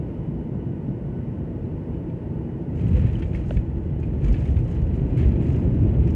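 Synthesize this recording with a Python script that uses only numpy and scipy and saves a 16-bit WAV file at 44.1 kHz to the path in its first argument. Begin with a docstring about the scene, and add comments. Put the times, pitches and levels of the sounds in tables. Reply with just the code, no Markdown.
"""An airliner lands; one microphone in the cabin, at a window seat beside the engine.
First air rushes along the fuselage over the idling fans, with one brief buffet near 1 s.
Just before 3 s the wheels touch: the cabin groans and the runway rumbles up through the airframe.
From then on the jolts shake the plastic trim into chatter, clacks and ticks, with one hollow knock.
Over the last two seconds or so a low engine roar builds as the plane brakes."""
import sys
import numpy as np
from scipy import signal
from scipy.fft import rfft, irfft
from scipy.io import wavfile
from scipy.ndimage import uniform_filter1d, map_coordinates

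SR = 44100
rng = np.random.default_rng(int(sys.argv[2]) if len(sys.argv) > 2 else 0)


def dump_mix(stems):
    """Bounce the given channels to the path in sys.argv[1] as a 16-bit WAV at rate SR."""
    frames = np.atleast_2d(stems).T  # one column per channel
    limited = np.clip(frames, -1, 1)  # hard clip at full scale
    pcm = np.round(limited * 32767).astype(np.int16)
    wavfile.write(sys.argv[1], SR, pcm)


N = 271215
T = np.arange(N) / SR
HZ = np.fft.rfftfreq(N, 1 / SR)

# Levels in the tables are relative; a source may add its own gain.
# air along the fuselage, heard from inside: frequency_hz, level_db
AIR_SPECTRUM = [(20, -45), (35, -24), (48, -6.5), (100, -4), (155, -2), (200, -8), (350, -13), (500, -20),
                (740, -31), (920, -33), (1150, -42.5), (2900, -51), (3150, -57), (3900, -65),
                (10500, -74.5)]
# strength of that rush: time_s, level_db
AIR_LEVEL = [(0, -27.6), (0.8, -28.4), (2.6, -28.6), (3.4, -30.5), (6.15, -28.5)]
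# narrow bands of the idling engine: pitch_hz, width_hz, level_db
FAN_BANDS = [(237.7, 19, -41.5), (332.7, 24, -42.5), (458.3, 7.3, -54.5), (885, 97, -60.5), (1494, 15, -71),
             (1875, 70, -72), (1997, 32, -73), (2700, 12, -83.5), (2966, 22, -77)]
# engine roar under braking: frequency_hz, level_db
ROAR_SPECTRUM = [(60, -14.5), (160, -4), (230, 1), (310, -1), (390, -3), (460, -14), (620, -18.5),
                 (900, -35), (1400, -38.5), (2700, -43), (4000, -63), (10000, -76.5)]
# strength of that roar: time_s, level_db
ROAR_LEVEL = [(3.6, -49), (4.2, -34.5), (4.8, -41), (5.1, -31), (5.5, -27.8), (5.9, -28.3), (6.15, -31)]
# slips of the trim: start_s, level_db, pitch_hz
SQUEAKS = [(1.652, -67, 3950), (2.491, -49.5, 1920), (3.154, -40, 2990)]
# ticks of small hard fittings: start_s, level_db, centre_hz
TICKS = [(2.882, -61, 7500), (4.001, -66, 7000), (4.283, -59, 6000), (4.3285, -51.5, 4820),
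         (4.588, -66.5, 8900), (5.175, -57, 8500), (5.423, -64, 7000), (5.444, -64, 7500),
         (6.075, -56.5, 5500), (6.105, -57.5, 5900)]
# blows of a loose plastic panel: start_s, level_db
CLACKS = [(1.942, -62), (2.099, -61), (2.809, -57), (2.955, -57), (3.041, -53), (3.066, -51),
          (3.222, -45.5), (3.257, -56), (3.332, -55), (3.348, -42.5), (3.569, -45.5), (4.031, -51),
          (4.243, -49), (4.283, -50.5), (4.342, -47), (4.366, -53.5), (4.455, -51), (4.566, -50.5),
          (4.589, -55.5), (5.175, -54), (5.186, -51), (5.196, -50), (5.217, -52), (5.232, -51.5),
          (5.320, -54.5), (5.357, -54.5), (5.466, -58), (6.073, -55)]
# that panel's modes: pitch_hz, level_db, t60_s
PANEL_MODES = [(1340, -13, .02), (1800, -3, .022), (2150, -2.5, 0.016), (2340, 1, 0.018), (2540, -3, 0.019),
               (2780, -8, .013), (3110, -6, 0.016), (3560, -9.5, 0.012), (3950, -14, .013),
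               (4750, -18, .012)]
# shaken cabin panels: frequency_hz, level_db
PANEL_SPECTRUM = [(300, -9.5), (500, 2.5), (800, 0.5), (1200, 0.5), (1600, 1), (1850, 1), (2100, 2.5),
                  (2450, 0), (3000, -3.5), (3500, -11), (4600, -21.5), (9000, -45.5)]
# light loose fittings: frequency_hz, level_db
FITTINGS_SPECTRUM = [(1500, -28), (3300, 3.5), (4800, 2.5), (6600, 3.5), (8000, -1), (9500, -3),
                     (10500, -15), (11800, -14.5)]
# fits of rattling in the trim: start_s, hold_s, build_s, panels_db, fittings_db
RATTLES = [(2.788, 0.45, 0.035, -55, -72), (2.959, 0.056, .02, -50.5, -74), (3.347, .02, 0.024, -52.5, -68),
           (3.491, 0.066, 0.046, -58, -70), (4.01, .04, .015, -65.5, -77), (4.253, 0.08, 0.036, -52.5, -68),
           (4.386, 0.11, .015, -55, -69), (4.583, .03, 0.011, -61, -74.5), (4.684, 0.099, .02, -59, -70.5),
           (4.951, .02, .02, -58.5, -74), (5.173, 0.079, .005, -51, -67.5), (5.425, .14, .03, -54, -70),
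           (6.064, 0.047, .01, -69, -77)]
# cabin groans as the tyres spin up: centre_s, length_s, pitch_hz, width_hz, level_db
GROANS = [(2.92, 0.18, 177, 80, -25), (2.981, 0.065, 507.5, 18, -35.3)]
# modes of the hollow knock: pitch_hz, level_db, rise_s
KNOCK_MODES = [(585, 1, .0028), (865, -17, 0.0026), (1500, -10.5, 0.0016), (1750, -24, .0018),
               (2850, -9.5, 0.00084), (3250, -22, .0012), (4070, -29, .0011)]
# wheels on the runway, heard through the airframe: frequency_hz, level_db
RUMBLE_SPECTRUM = [(20, -56), (30, -26.5), (38, -12.5), (50, -4), (70, 0), (95, -4.5), (135, -4),
                   (180, -12.5), (250, -23.5), (400, -31), (800, -44), (1600, -89)]
# strength of the rumble once the wheels carry the weight: time_s, level_db
RUMBLE_LEVEL = [(2.62, -50), (2.74, -26.5), (3.3, -24.5), (3.7, -27), (4.4, -22.5), (5.5, -21.5),
                (5.88, -20.5), (6.15, -19.5)]
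# jolts of the landing gear: start_s, level_db, pitch_hz, rise_s
JOLTS = [(2.842, -18.5, 110, .012), (2.908, -16.5, 84.6, 0.011), (2.926, -14.5, 62, .022),
         (3.003, -13, 66, .018), (3.043, -12.5, 117.5, .014), (3.560, -15, 57, .016),
         (4.270, -12.5, 51, .02), (4.355, -19, 117.3, .018), (4.497, -14.5, 67.3, .014),
         (4.558, -15.5, 74.6, .011), (4.836, -18, 73, .007), (5.204, -11.5, 75.5, .018),
         (5.256, -11.5, 60, .024), (5.647, -16.5, 72, .014), (5.808, -11.5, 97.8, .011),
         (5.897, -14, 85.5, .008), (5.978, -16, 68, .014), (6.044, -16.5, 140.4, 0.012)]


def amp(db):
    """Decibels to gain."""
    return 10 ** (np.asarray(db) / 20)


def unit(x):
    """Scales to rms 1."""
    return x / np.sqrt(np.mean(x ** 2) + 1e-20)


def fader(curve):
    """Gain along (time_s, level_db) points, silent before the first."""
    times, db = np.transpose(curve)
    return amp(np.interp(T, times, db, left=-np.inf))


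def colour(x, spectrum):
    """Filters x through (frequency_hz, level_db) points; comes out at rms 1."""
    hz, db = np.transpose(spectrum)
    response = amp(np.interp(np.log(HZ + 1), np.log(hz), db))
    return unit(irfft(rfft(x) * response, N))


def steadied(x, span_s):
    """Evens out swells slower than span_s."""
    size = max(int(span_s * SR), 2)
    power = uniform_filter1d(uniform_filter1d(x ** 2, size), size)
    return x / np.sqrt(power + 1e-9)


def steady_noise(spectrum, span_s):
    """Coloured noise held at an even level."""
    return steadied(colour(rng.standard_normal(N), spectrum), span_s)


def fuzzy_tone(hz, width_hz, sag_per_s=0):
    """Noise in one resonance, its pitch sinking by the share sag_per_s each second."""
    tone = irfft(rfft(rng.standard_normal(N)) / (1 + ((HZ - hz) / width_hz * 2) ** 2), N)
    slowed_time = T - sag_per_s * T ** 2 / 2
    return unit(map_coordinates(tone, [slowed_time * SR], order=3, mode="wrap"))


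def swell(centre_s, length_s, hz, width_hz, db):
    """A fuzzy tone that rises and fades around centre_s."""
    envelope = np.exp(-(2 * (T - centre_s) / length_s) ** 2)
    return amp(db) * steadied(fuzzy_tone(hz, width_hz), span_s=0.073) * envelope


def burst(hz, rise_s, order=1):
    """A sine that peaks after rise_s and dies away; a higher order starts more softly."""
    t = T[:SR // 3]
    envelope = (t / rise_s * np.exp(1 - t / rise_s)) ** order
    return envelope * np.sin(2 * np.pi * hz * t)


def ring(modes, cycles):
    """Dying sines of a struck object; each builds over its first cycles, so the treble speaks first."""
    out, t = 0, T[:SR // 5]
    for hz, db, t60 in modes:
        onset = np.sin(np.pi / 2 * np.minimum(hz * t / cycles, 1)) ** 2
        out += onset * amp(db - 60 * t / t60) * np.sin(2 * np.pi * hz * t)
    return out


def contacts(per_s, spread_db, t60_s, parts):
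    """Loose parts collide with blows of uneven size; each part has its own short ring."""
    strength = amp(spread_db * np.minimum(rng.exponential(1, N), 4))
    clicks = strength * rng.choice([-1, 1], N) * (rng.random(N) < per_s / SR)
    struck_part = rng.integers(0, parts, N)
    t = T[:SR // 10]
    rings = rng.standard_normal((parts, len(t))) * amp(-60 * t / t60_s)
    tails = sum(signal.oaconvolve(clicks * (struck_part == k), rings[k])[:N] for k in range(parts))
    return 0.5 * unit(clicks) + unit(tails)


def add(mix, start_s, sound):
    """Mixes a sound in at start_s."""
    part = mix[round(start_s * SR):][:len(sound)]
    part += sound[:len(part)]


def air_rush():
    """Air streams along the fuselage outside the window and buffets once on the approach."""
    rush = steady_noise(AIR_SPECTRUM, span_s=0.54) * fader(AIR_LEVEL)
    buffet = swell(centre_s=0.89, length_s=0.075, hz=180, width_hz=130, db=-26)
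    return rush + buffet


def idling_fans(gain_db=-1, sag_per_s=0.001):
    """The engine beside the seat hums in narrow bands and slowly winds down."""
    return amp(gain_db) * sum(amp(db) * fuzzy_tone(hz, width, sag_per_s) for hz, width, db in FAN_BANDS)


def braking_roar():
    """A low roar swells as the engines work against the roll."""
    return steady_noise(ROAR_SPECTRUM, span_s=0.18) * fader(ROAR_LEVEL)


def trim_squeaks():
    """Plastic slips on plastic for a few milliseconds."""
    out = np.zeros(N)
    for start, db, hz in SQUEAKS:
        add(out, start, amp(db) * burst(hz, rise_s=0.0018))
    return out


def fitting_ticks(decay_s=0.0053, half_width_octaves=0.43):
    """Small hard parts tick, each a thin, bright flick of noise."""
    out, t = np.zeros(N), T[:SR // 20]
    bins_hz = np.fft.rfftfreq(len(t), 1 / SR) + 1
    for start, db, hz in TICKS:
        rolloff = 1 + (np.log2(bins_hz / hz) / half_width_octaves) ** 2
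        fizz = irfft(rfft(rng.standard_normal(len(t))) / rolloff, len(t))
        add(out, start, amp(db) * unit(fizz) * np.exp(-t / decay_s))
    return out


def panel_clacks(gain_db=1, skitter_gain=0.11, skitter_s=0.009, vary_db=2, detune=0.02):
    """A panel strikes its frame once, then skitters; each blow favours other modes."""
    out, t = np.zeros(N), T[:SR // 25]
    for start, db in CLACKS:
        blow = skitter_gain * rng.standard_normal(len(t)) * np.exp(-t / skitter_s)
        blow[0] += 1  # the strike itself
        modes = [(hz * (1 + detune * rng.standard_normal()),
                  mode_db + vary_db * rng.standard_normal(), t60) for hz, mode_db, t60 in PANEL_MODES]
        clack = signal.fftconvolve(blow, ring(modes, cycles=1.2))
        attack_rms = np.std(clack[:SR // 125])
        add(out, start, amp(db + gain_db) * clack / attack_rms)
    return out


def trim_chatter(rumble, fittings_gain_db=2, rock_db=-0.5, settle_s=0.071):
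    """Trim around the seat buzzes and rattles in fits, its blows swaying slightly with the airframe."""
    sway = amp(rock_db * np.tanh(steadied(rumble, span_s=0.1)))
    # between fits, a faint buzz follows the strength of the rumble
    panels_power = (amp(-37) * fader(RUMBLE_LEVEL)) ** 2
    fittings_power = (amp(-57) * fader(RUMBLE_LEVEL)) ** 2
    for start, hold, build, panels_db, fittings_db in RATTLES:
        envelope = np.exp(np.minimum(T - start, 0) / build - np.maximum(T - start - hold, 0) / settle_s)
        panels_power += (amp(panels_db) * envelope) ** 2
        fittings_power += (amp(fittings_db) * envelope) ** 2
    panel_hits = contacts(per_s=750, spread_db=2.5, t60_s=0.035, parts=6)
    fitting_hits = contacts(per_s=1200, spread_db=4, t60_s=0.04, parts=8)
    panels = colour(panel_hits * sway, PANEL_SPECTRUM) * np.sqrt(panels_power)
    fittings = colour(fitting_hits * sway, FITTINGS_SPECTRUM) * np.sqrt(fittings_power)
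    return panels + amp(fittings_gain_db) * fittings


def cabin_strain(knock_s=3.5074, knock_gain_db=-24.2):
    """The cabin takes the load: two short groans, then a hollow knock."""
    out = sum(swell(*groan) for groan in GROANS)
    knock = sum(amp(db) * burst(hz, rise, order=2) for hz, db, rise in KNOCK_MODES)
    add(out, knock_s, amp(knock_gain_db) * knock)
    return out


def runway_rumble(jolt_gain_db=-1, surge_gain_db=-10, surge_width_rises=3.3):
    """Tyres roll on rough concrete below; each jolt presses them down and swings the airframe."""
    power = fader(RUMBLE_LEVEL) ** 2
    swings = np.zeros(N)
    for start, db, hz, rise in JOLTS:
        surge = np.exp(-((T - start - rise) / (surge_width_rises * rise)) ** 2)
        power += (amp(db + surge_gain_db) * surge) ** 2
        add(swings, start, amp(db + jolt_gain_db) * burst(hz, rise))
    return steady_noise(RUMBLE_SPECTRUM, span_s=0.086) * np.sqrt(power) + swings


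def scene():
    """Everything as it reaches the window seat, in mono."""
    rumble = runway_rumble()
    cabin = trim_chatter(rumble) + panel_clacks() + trim_squeaks() + fitting_ticks() + cabin_strain()
    background = air_rush() + idling_fans() + braking_roar()
    return (background + cabin + rumble)[None]


def record(dry):
    """The microphone and recorder pass nothing much above 12 kHz."""
    lowpass = signal.firwin(511, 12000, window=("kaiser", 9), fs=SR)
    return signal.oaconvolve(dry, lowpass[None], "same")


dry = scene()
out = record(dry)
dump_mix(out)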